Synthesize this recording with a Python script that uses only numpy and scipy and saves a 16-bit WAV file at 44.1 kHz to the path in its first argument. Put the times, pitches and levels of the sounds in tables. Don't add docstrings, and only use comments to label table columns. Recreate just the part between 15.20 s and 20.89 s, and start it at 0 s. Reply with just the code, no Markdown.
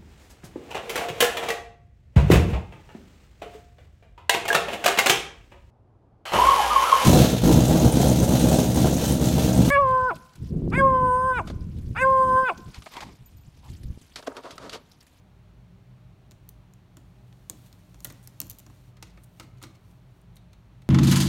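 import sys
import numpy as np
from scipy import signal
from scipy.fft import rfft, irfft, next_fast_len
from scipy.io import wavfile
from scipy.ndimage import map_coordinates

SR = 44100
rng = np.random.default_rng(int(sys.argv[2]) if len(sys.argv) > 2 else 0)


def master(y):
    cut = np.clip(np.atleast_2d(y).T, -1, 1)
    pcm = np.round(cut * 32767)
    wavfile.write(sys.argv[1], SR, pcm.astype(np.int16))


N = 250929
SCENE_S = np.arange(N) / SR
BLOW_S = np.arange(SR // 3) / SR


def amp(db):
    return 10 ** (np.asarray(db) / 20)


def unit(x):
    return x / np.sqrt(np.mean(np.abs(x) ** 2) + 1e-20)


def along(points, hz):
    knots_hz, values = np.transpose(points)
    return np.interp(np.log(hz + 1), np.log(knots_hz), values)


def filtered(x, response):
    n = x.shape[-1]
    size = next_fast_len(n + 8192, real=True)
    return irfft(rfft(x, size) * response(np.fft.rfftfreq(size, 1 / SR)), size)[..., :n]


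def resonances(modes, broad_db=-120):
    return lambda f: amp(broad_db) + sum(
        amp(db) * 1j * f * width / (hz * hz - f * f + 1j * f * width) for hz, width, db in modes)


def noise(spectrum, samples=N):
    return unit(filtered(rng.standard_normal(samples), lambda hz: amp(along(spectrum, hz))))


def wobble(knots_per_s):
    return map_coordinates(rng.standard_normal(512), [SCENE_S * knots_per_s], mode="wrap")


def fade(t60_s):
    return np.exp(-np.log(1000) * BLOW_S / t60_s)


def swells(strokes):
    return sum(amp(db) * np.exp(-np.maximum((peak_s - SCENE_S) / rise_s, (SCENE_S - peak_s) / fall_s))
               for peak_s, rise_s, fall_s, db in strokes)


def add(track, start_s, sound):
    part = track[round(start_s * SR):][:len(sound)]
    part += sound[:len(part)]


def ring_down(impulses, t60_s):
    return np.sqrt(np.abs(signal.fftconvolve(impulses ** 2, fade(t60_s) ** 2)[:N]))


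def chatter(strokes, modes, contacts_per_s, t60_s):
    contacts = (rng.random(N) < contacts_per_s / SR) * rng.standard_normal(N)
    grains = ring_down(contacts, t60_s) * rng.standard_normal(N)
    return swells(strokes) * unit(filtered(grains, resonances(modes)))


# frequency in Hz, level in dB, waver from 0 to 1.
FAN_TONES = [(54.8, -64, 1), (123.85, -57.5, 0.68), (172.8, -64.5, 0.91), (300.5, -78.5, 0.7),
             (395.7, -76.5, 0.43), (609.3, -77.5, 0.96), (816, -82.5, 0.8)]
# frequency in Hz, relative density in dB.
RUMBLE_SPECTRUM = [(20, -22), (32, -9), (45, 1), (55, 10.5), (72, -7.5), (88, 4), (99, 9), (112, 5.5),
                   (128, 10.5), (148, -5), (172, 3.5), (195, 0), (225, -10), (300, -42.5)]
AIR_SPECTRUM = [(150, -17.5), (240, -1.5), (330, -4), (480, -10), (650, -8.5), (1150, -13), (1700, -17.5),
                (2600, -19), (4200, -23.5), (5500, -26.5), (8000, -32), (12000, -32), (16000, -32)]

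def fan():
    tones = np.zeros(N)
    for hz, db, waver in FAN_TONES:
        drift = 1 - waver + waver * (wobble(8) + 1j * wobble(8))
        tones += amp(db) * unit(np.real(drift * np.exp(2j * np.pi * hz * SCENE_S)))
    return tones + amp(-52) * noise(RUMBLE_SPECTRUM) + amp(-63.5) * noise(AIR_SPECTRUM)


# frequency in Hz, t60 in seconds.
ROOM_DECAY = [(250, 0.51), (1200, 0.76), (5000, 0.37), (14000, 0.15)]

def in_room(blow, wet_db):
    hz, frame_s, spectra = signal.stft(rng.standard_normal(len(BLOW_S)), SR, nperseg=256)
    decay = np.exp(-np.log(1000) * frame_s / along(ROOM_DECAY, hz)[:, None])
    tail = signal.istft(spectra * decay, SR, nperseg=256)[1][:len(BLOW_S)]
    tail = tail * (1 - fade(0.01)) * (1 + 0.74 * fade(0.024))
    return blow + amp(wet_db) * signal.fftconvolve(blow, tail / np.linalg.norm(tail))[:len(BLOW_S)]


def crackling_noise(spectrum):
    impulses = (rng.random(N) < 130 / SR) * rng.uniform(0.24, 1, N)
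    crackle = unit(ring_down(impulses, t60_s=0.0062) * noise(spectrum))
    return unit(noise(spectrum) + amp(-6) * crackle)


# time in seconds, level of the treble alone in dB.
HISS_TREBLE = [(1.9, -83.5), (2.322, -79), (2.442, -75), (2.822, -76), (2.942, -74.5), (3.096, -75.5),
               (3.236, -73), (3.54, -75.5), (3.69, -75)]
# peak time, rise and fall in seconds, level in dB.
FINGER_BRUSHES = [(1.3, .08, .1, -72), (2.47, 0.13, 0.023, -57), (4.03, 0.088, 0.11, -67),
                  (4.185, .04, 0.037, -62), (4.71, .09, 0.043, -64), (4.98, .15, .05, -71)]
# frequency in Hz, relative density in dB.
HISS_SPECTRUM = [(400, -7.5), (1500, -4.5), (4000, -0.5), (7000, -2), (10000, -2), (13000, 0.5),
                 (15500, -3.5)]
BRUSH_SPECTRUM = [(1500, -5), (7000, -6), (10000, -4), (13000, -2), (15500, -3.5)]

def hiss_and_brushes():
    rise_s, fall_s, whole_over_treble_db = 0.12, 0.021, 10
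    times_s, treble_db = np.transpose(HISS_TREBLE)
    falloff = np.maximum((times_s[0] - SCENE_S) / rise_s, (SCENE_S - times_s[-1]) / fall_s).clip(0)
    hiss_db = np.interp(SCENE_S, times_s, treble_db) + whole_over_treble_db
    hiss = amp(hiss_db) * np.exp(-falloff) * crackling_noise(HISS_SPECTRUM)
    brushes = swells(FINGER_BRUSHES) * crackling_noise(BRUSH_SPECTRUM)
    return (hiss + brushes) * amp(0.7 * wobble(23.5))


# peak time, rise and fall in seconds, level in dB.
BACKING_CRINKLES = [(2.839, .012, .005, -54), (3.04, 0.013, 0.016, -55), (4.043, 0.0071, 0.011, -53),
                    (5.015, .002, 0.0034, -59), (5.157, 0.0035, .006, -58.5)]
# centre and width in Hz, gain in dB.
BACKING_MODES = [(9500, 2000, 3), (13200, 5100, 1)]

def crinkling():
    return chatter(BACKING_CRINKLES, BACKING_MODES, contacts_per_s=310, t60_s=0.025)


# frequency in Hz, relative level in dB, t60 in seconds.
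TOP_MODES = [(213.3, -4.5, 0.16), (272, -12.5, 0.11), (328, 6.5, 0.18), (362, 3.5, 0.099)]
# frequency in Hz, relative density in dB.
FRAME_SPECTRUM = [(25, -31), (50, -10), (110, -0.5), (200, -6), (300, -3.5), (370, -18.5), (600, -17),
                  (1500, -35)]

def table(thud_db, shudder_db):
    shudder = noise(FRAME_SPECTRUM, len(BLOW_S)) * fade(0.49) * (1 - fade(0.015))
    thud = np.zeros(len(BLOW_S))
    for hz, db, t60_s in TOP_MODES:
        gain = amp(db + rng.normal(0, 1))
        thud += gain * np.sin(2 * np.pi * hz * rng.normal(1, 0.01) * BLOW_S) * fade(t60_s)
    return amp(thud_db) * thud * (1 - fade(0.025)) + amp(shudder_db) * shudder


def band_levels(db, hardness_db, knock_db, sizzle_db):
    return db + knock_db - hardness_db, db, db + sizzle_db + hardness_db


BANDS_HZ = [(250, 2500), (2500, 9000), (9000, 16500)]

def struck(modes, levels_db, t60s_s, broad_db):
    sound = np.zeros(len(BLOW_S))
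    dying = np.array([rng.standard_normal(len(BLOW_S)) * fade(t60_s) for t60_s in t60s_s])
    rings = filtered(dying, resonances(modes, broad_db))
    for edges_hz, db, ring in zip(BANDS_HZ, levels_db, rings):
        band = signal.sosfilt(signal.butter(3, edges_hz, "bandpass", fs=SR, output="sos"), ring)
        sound += amp(db) * band / np.linalg.norm(band)
    return sound * np.sqrt(0.004 * SR)


def crack(hz, echo_db):
    width_s, echo_s = 0.00011, 0.0011
    snap = np.cos(2 * np.pi * hz * BLOW_S) * np.exp(-0.5 * (BLOW_S / width_s - np.pi) ** 2)
    return snap + amp(echo_db) * np.roll(snap, round(echo_s * SR))


# frequency in Hz, relative level in dB, t60 in seconds.
HANDLE_MODES = [(1203, 1, 0.077), (1280, 0.5, 0.12), (1425, -5, 0.09), (5960, -12, 0.06)]

def handles():
    ring = np.zeros(len(BLOW_S))
    for hz, db, t60_s in HANDLE_MODES:
        gain = amp(db + rng.normal(0, 1))
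        ring += gain * np.sin(2 * np.pi * (hz * BLOW_S + rng.random())) * fade(t60_s)
    return ring * (1 - fade(0.0027))


# centre and width in Hz, gain in dB.
SCISSOR_MODES = [(567, 130, 7.5), (990, 560, 5.5), (1190, 530, -12), (2140, 340, 6), (3400, 3700, 3),
                 (4000, 1100, 0), (6600, 2100, -6), (12600, 2000, -30)]
# start in seconds, strength in dB, hardness in dB, strongest ring in Hz.
SCISSOR_CLACKS = [(3.769, -57, -1.5, 1790), (3.8259, -39, 0.5, 5040), (3.9737, -60.5, -12.5, 1920),
                  (4.1981, -39.5, 0, 1300), (4.2065, -58, -15.5, 1360), (4.4173, -61.5, -14.5, 1200),
                  (4.4267, -43.5, 6.5, 1180), (4.437, -41, -1.5, 1190), (5.1667, -52.5, 5.5, 3950),
                  (5.3314, -56.5, 1, 3810), (5.6193, -59, 0.5, 1980)]
# peak time, rise and fall in seconds, level in dB.
SCISSOR_SCRAPES = [(3.868, 0.0096, 0.035, -58.5), (4.228, 0.01, 0.017, -57), (4.432, 0.029, .028, -55),
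                   (4.49, 0.011, 0.017, -63), (4.556, 0.0054, 0.009, -59)]

def scissors():
    handle_hz, lighter_db_per_octave = 1223, 5
    track = np.zeros(N)
    for start_s, db, hardness_db, ring_hz in SCISSOR_CLACKS:
        levels_db = band_levels(db, hardness_db, knock_db=-3, sizzle_db=-5)
        modes = SCISSOR_MODES + [(ring_hz, 0.1 * ring_hz, 11)]
        ring = struck(modes, levels_db, t60s_s=[0.055, 0.035, 0.028], broad_db=-18)
        snap = amp(db - 2) * crack(hz=4300, echo_db=0)
        weight_db = levels_db[0] - lighter_db_per_octave * np.log2(ring_hz / handle_hz)
        body = amp(weight_db) * (amp(-5.5) * handles() + table(thud_db=-8.5, shudder_db=-7.5))
        add(track, start_s, snap + in_room(ring, wet_db=-10.5) + body)
    return track + chatter(SCISSOR_SCRAPES, SCISSOR_MODES, contacts_per_s=440, t60_s=0.027)


# centre and width in Hz, gain in dB.
RULER_MODES = [(675, 320, -5), (1430, 160, -1), (1955, 140, 8.5), (2560, 300, -10), (4100, 2800, -10),
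               (7150, 4000, -5), (13000, 3000, -24.5)]
# start in seconds, strength in dB, hardness in dB.
RULER_SLAPS = [(2.8478, -38, 6.5), (2.8508, -40, -1), (2.9029, -48.5, -3)]

def ruler_slaps():
    track = np.zeros(N)
    for start_s, db, hardness_db in RULER_SLAPS:
        levels_db = band_levels(db, hardness_db, knock_db=-3, sizzle_db=2.5)
        slap = struck(RULER_MODES, levels_db, t60s_s=[0.05, 0.025, 0.022], broad_db=-4.5)
        add(track, start_s, in_room(slap, wet_db=-9.5))
        add(track, start_s, amp(levels_db[0]) * table(thud_db=-23, shudder_db=-9.5))
    return track


# centre and width in Hz, gain in dB.
PLASTIC_MODES = [(603, 67, 6.5), (998, 570, -0.5), (3400, 370, -23.5), (4610, 740, -10.5), (6250, 2500, -4),
                 (7140, 730, 0.5), (12780, 4100, 6), (13920, 2000, -11)]
# peak time, rise and fall in seconds, level in dB.
RULER_RATTLES = [(2.876, 0.026, 0.0083, -50), (2.903, .004, 0.01, -62), (3.224, 0.0033, 0.057, -51.5),
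                 (3.262, .006, 0.013, -52), (3.317, 0.0044, 0.024, -49)]

def ruler_rattles():
    return chatter(RULER_RATTLES, PLASTIC_MODES, contacts_per_s=700, t60_s=0.0027)


def tick(db, hardness_db, crack_db):
    crack_hz = min(3550 * 2 ** (hardness_db / 6), 14000)
    levels_db = band_levels(db, hardness_db, knock_db=-5, sizzle_db=-5)
    modes = PLASTIC_MODES + [(crack_hz, 0.1 * crack_hz, -1)]
    ring = struck(modes, levels_db, t60s_s=[0.045, 0.015, 0.012], broad_db=-6)
    snap = amp(db + crack_db) * crack(crack_hz, echo_db=-16.5)
    return snap + in_room(ring, wet_db=-13) + amp(levels_db[0]) * table(thud_db=-12, shudder_db=-0.5)


# start in seconds, strength, hardness and crack over ring in dB, contact count.
TAPE_TICKS = [(1.1109, -53, 2, 11.5, 2), (1.2906, -51, 16, 27, 1), (1.5367, -58.5, 5.5, 14, 1),
              (1.7696, -48.5, -1, -1, 1), (2.1271, -61, -1.5, 17.5, 1), (2.2981, -33, 7, 18, 1),
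              (2.528, -53, 2.5, 12, 1), (2.7442, -54, -2, 6, 1), (2.8043, -49.5, 5.5, 3, 1),
              (2.846, -35, 13.5, 10, 1), (2.8998, -47, -0.5, 8, 1), (2.9243, -52.5, 11, 2, 1),
              (3.0741, -43.5, 9, 9.5, 1), (3.2025, -31.5, 12, 28.5, 1), (3.2156, -37.5, 6.5, 22.5, 1),
              (3.2984, -41.5, 16.5, 17, 3), (3.3861, -49.5, 13.5, 7, 3), (3.4643, -51, -2.5, -2, 1),
              (3.4992, -61, -11, 9, 1)]

def tape_ticks():
    rebound_s, weaker_db, softer_db = 0.007, 1.5, 3
    track = np.zeros(N)
    for start_s, db, hardness_db, crack_db, contacts in TAPE_TICKS:
        for k in range(round(contacts)):
            contact = tick(db - k * weaker_db, hardness_db - k * softer_db, crack_db)
            add(track, start_s + k * rebound_s, contact)
    return track


def scene():
    contacts = tape_ticks() + ruler_slaps() + ruler_rattles() + scissors()
    return (contacts + hiss_and_brushes() + crinkling() + fan())[None]


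# frequency in Hz, gain in dB.
MIC_RESPONSE = [(4400, -1), (4950, -5.5), (5500, -2.5), (7100, -3), (7800, -5), (8800, -2.5), (10400, -8),
                (11600, -5.5), (15000, -8)]

def record(dry):
    limit_hz = 16100
    response = lambda hz: amp(along(MIC_RESPONSE, hz)) / np.sqrt(1 + (hz / limit_hz) ** 200)
    return filtered(dry, response)


dry = scene()
out = record(dry)
master(out)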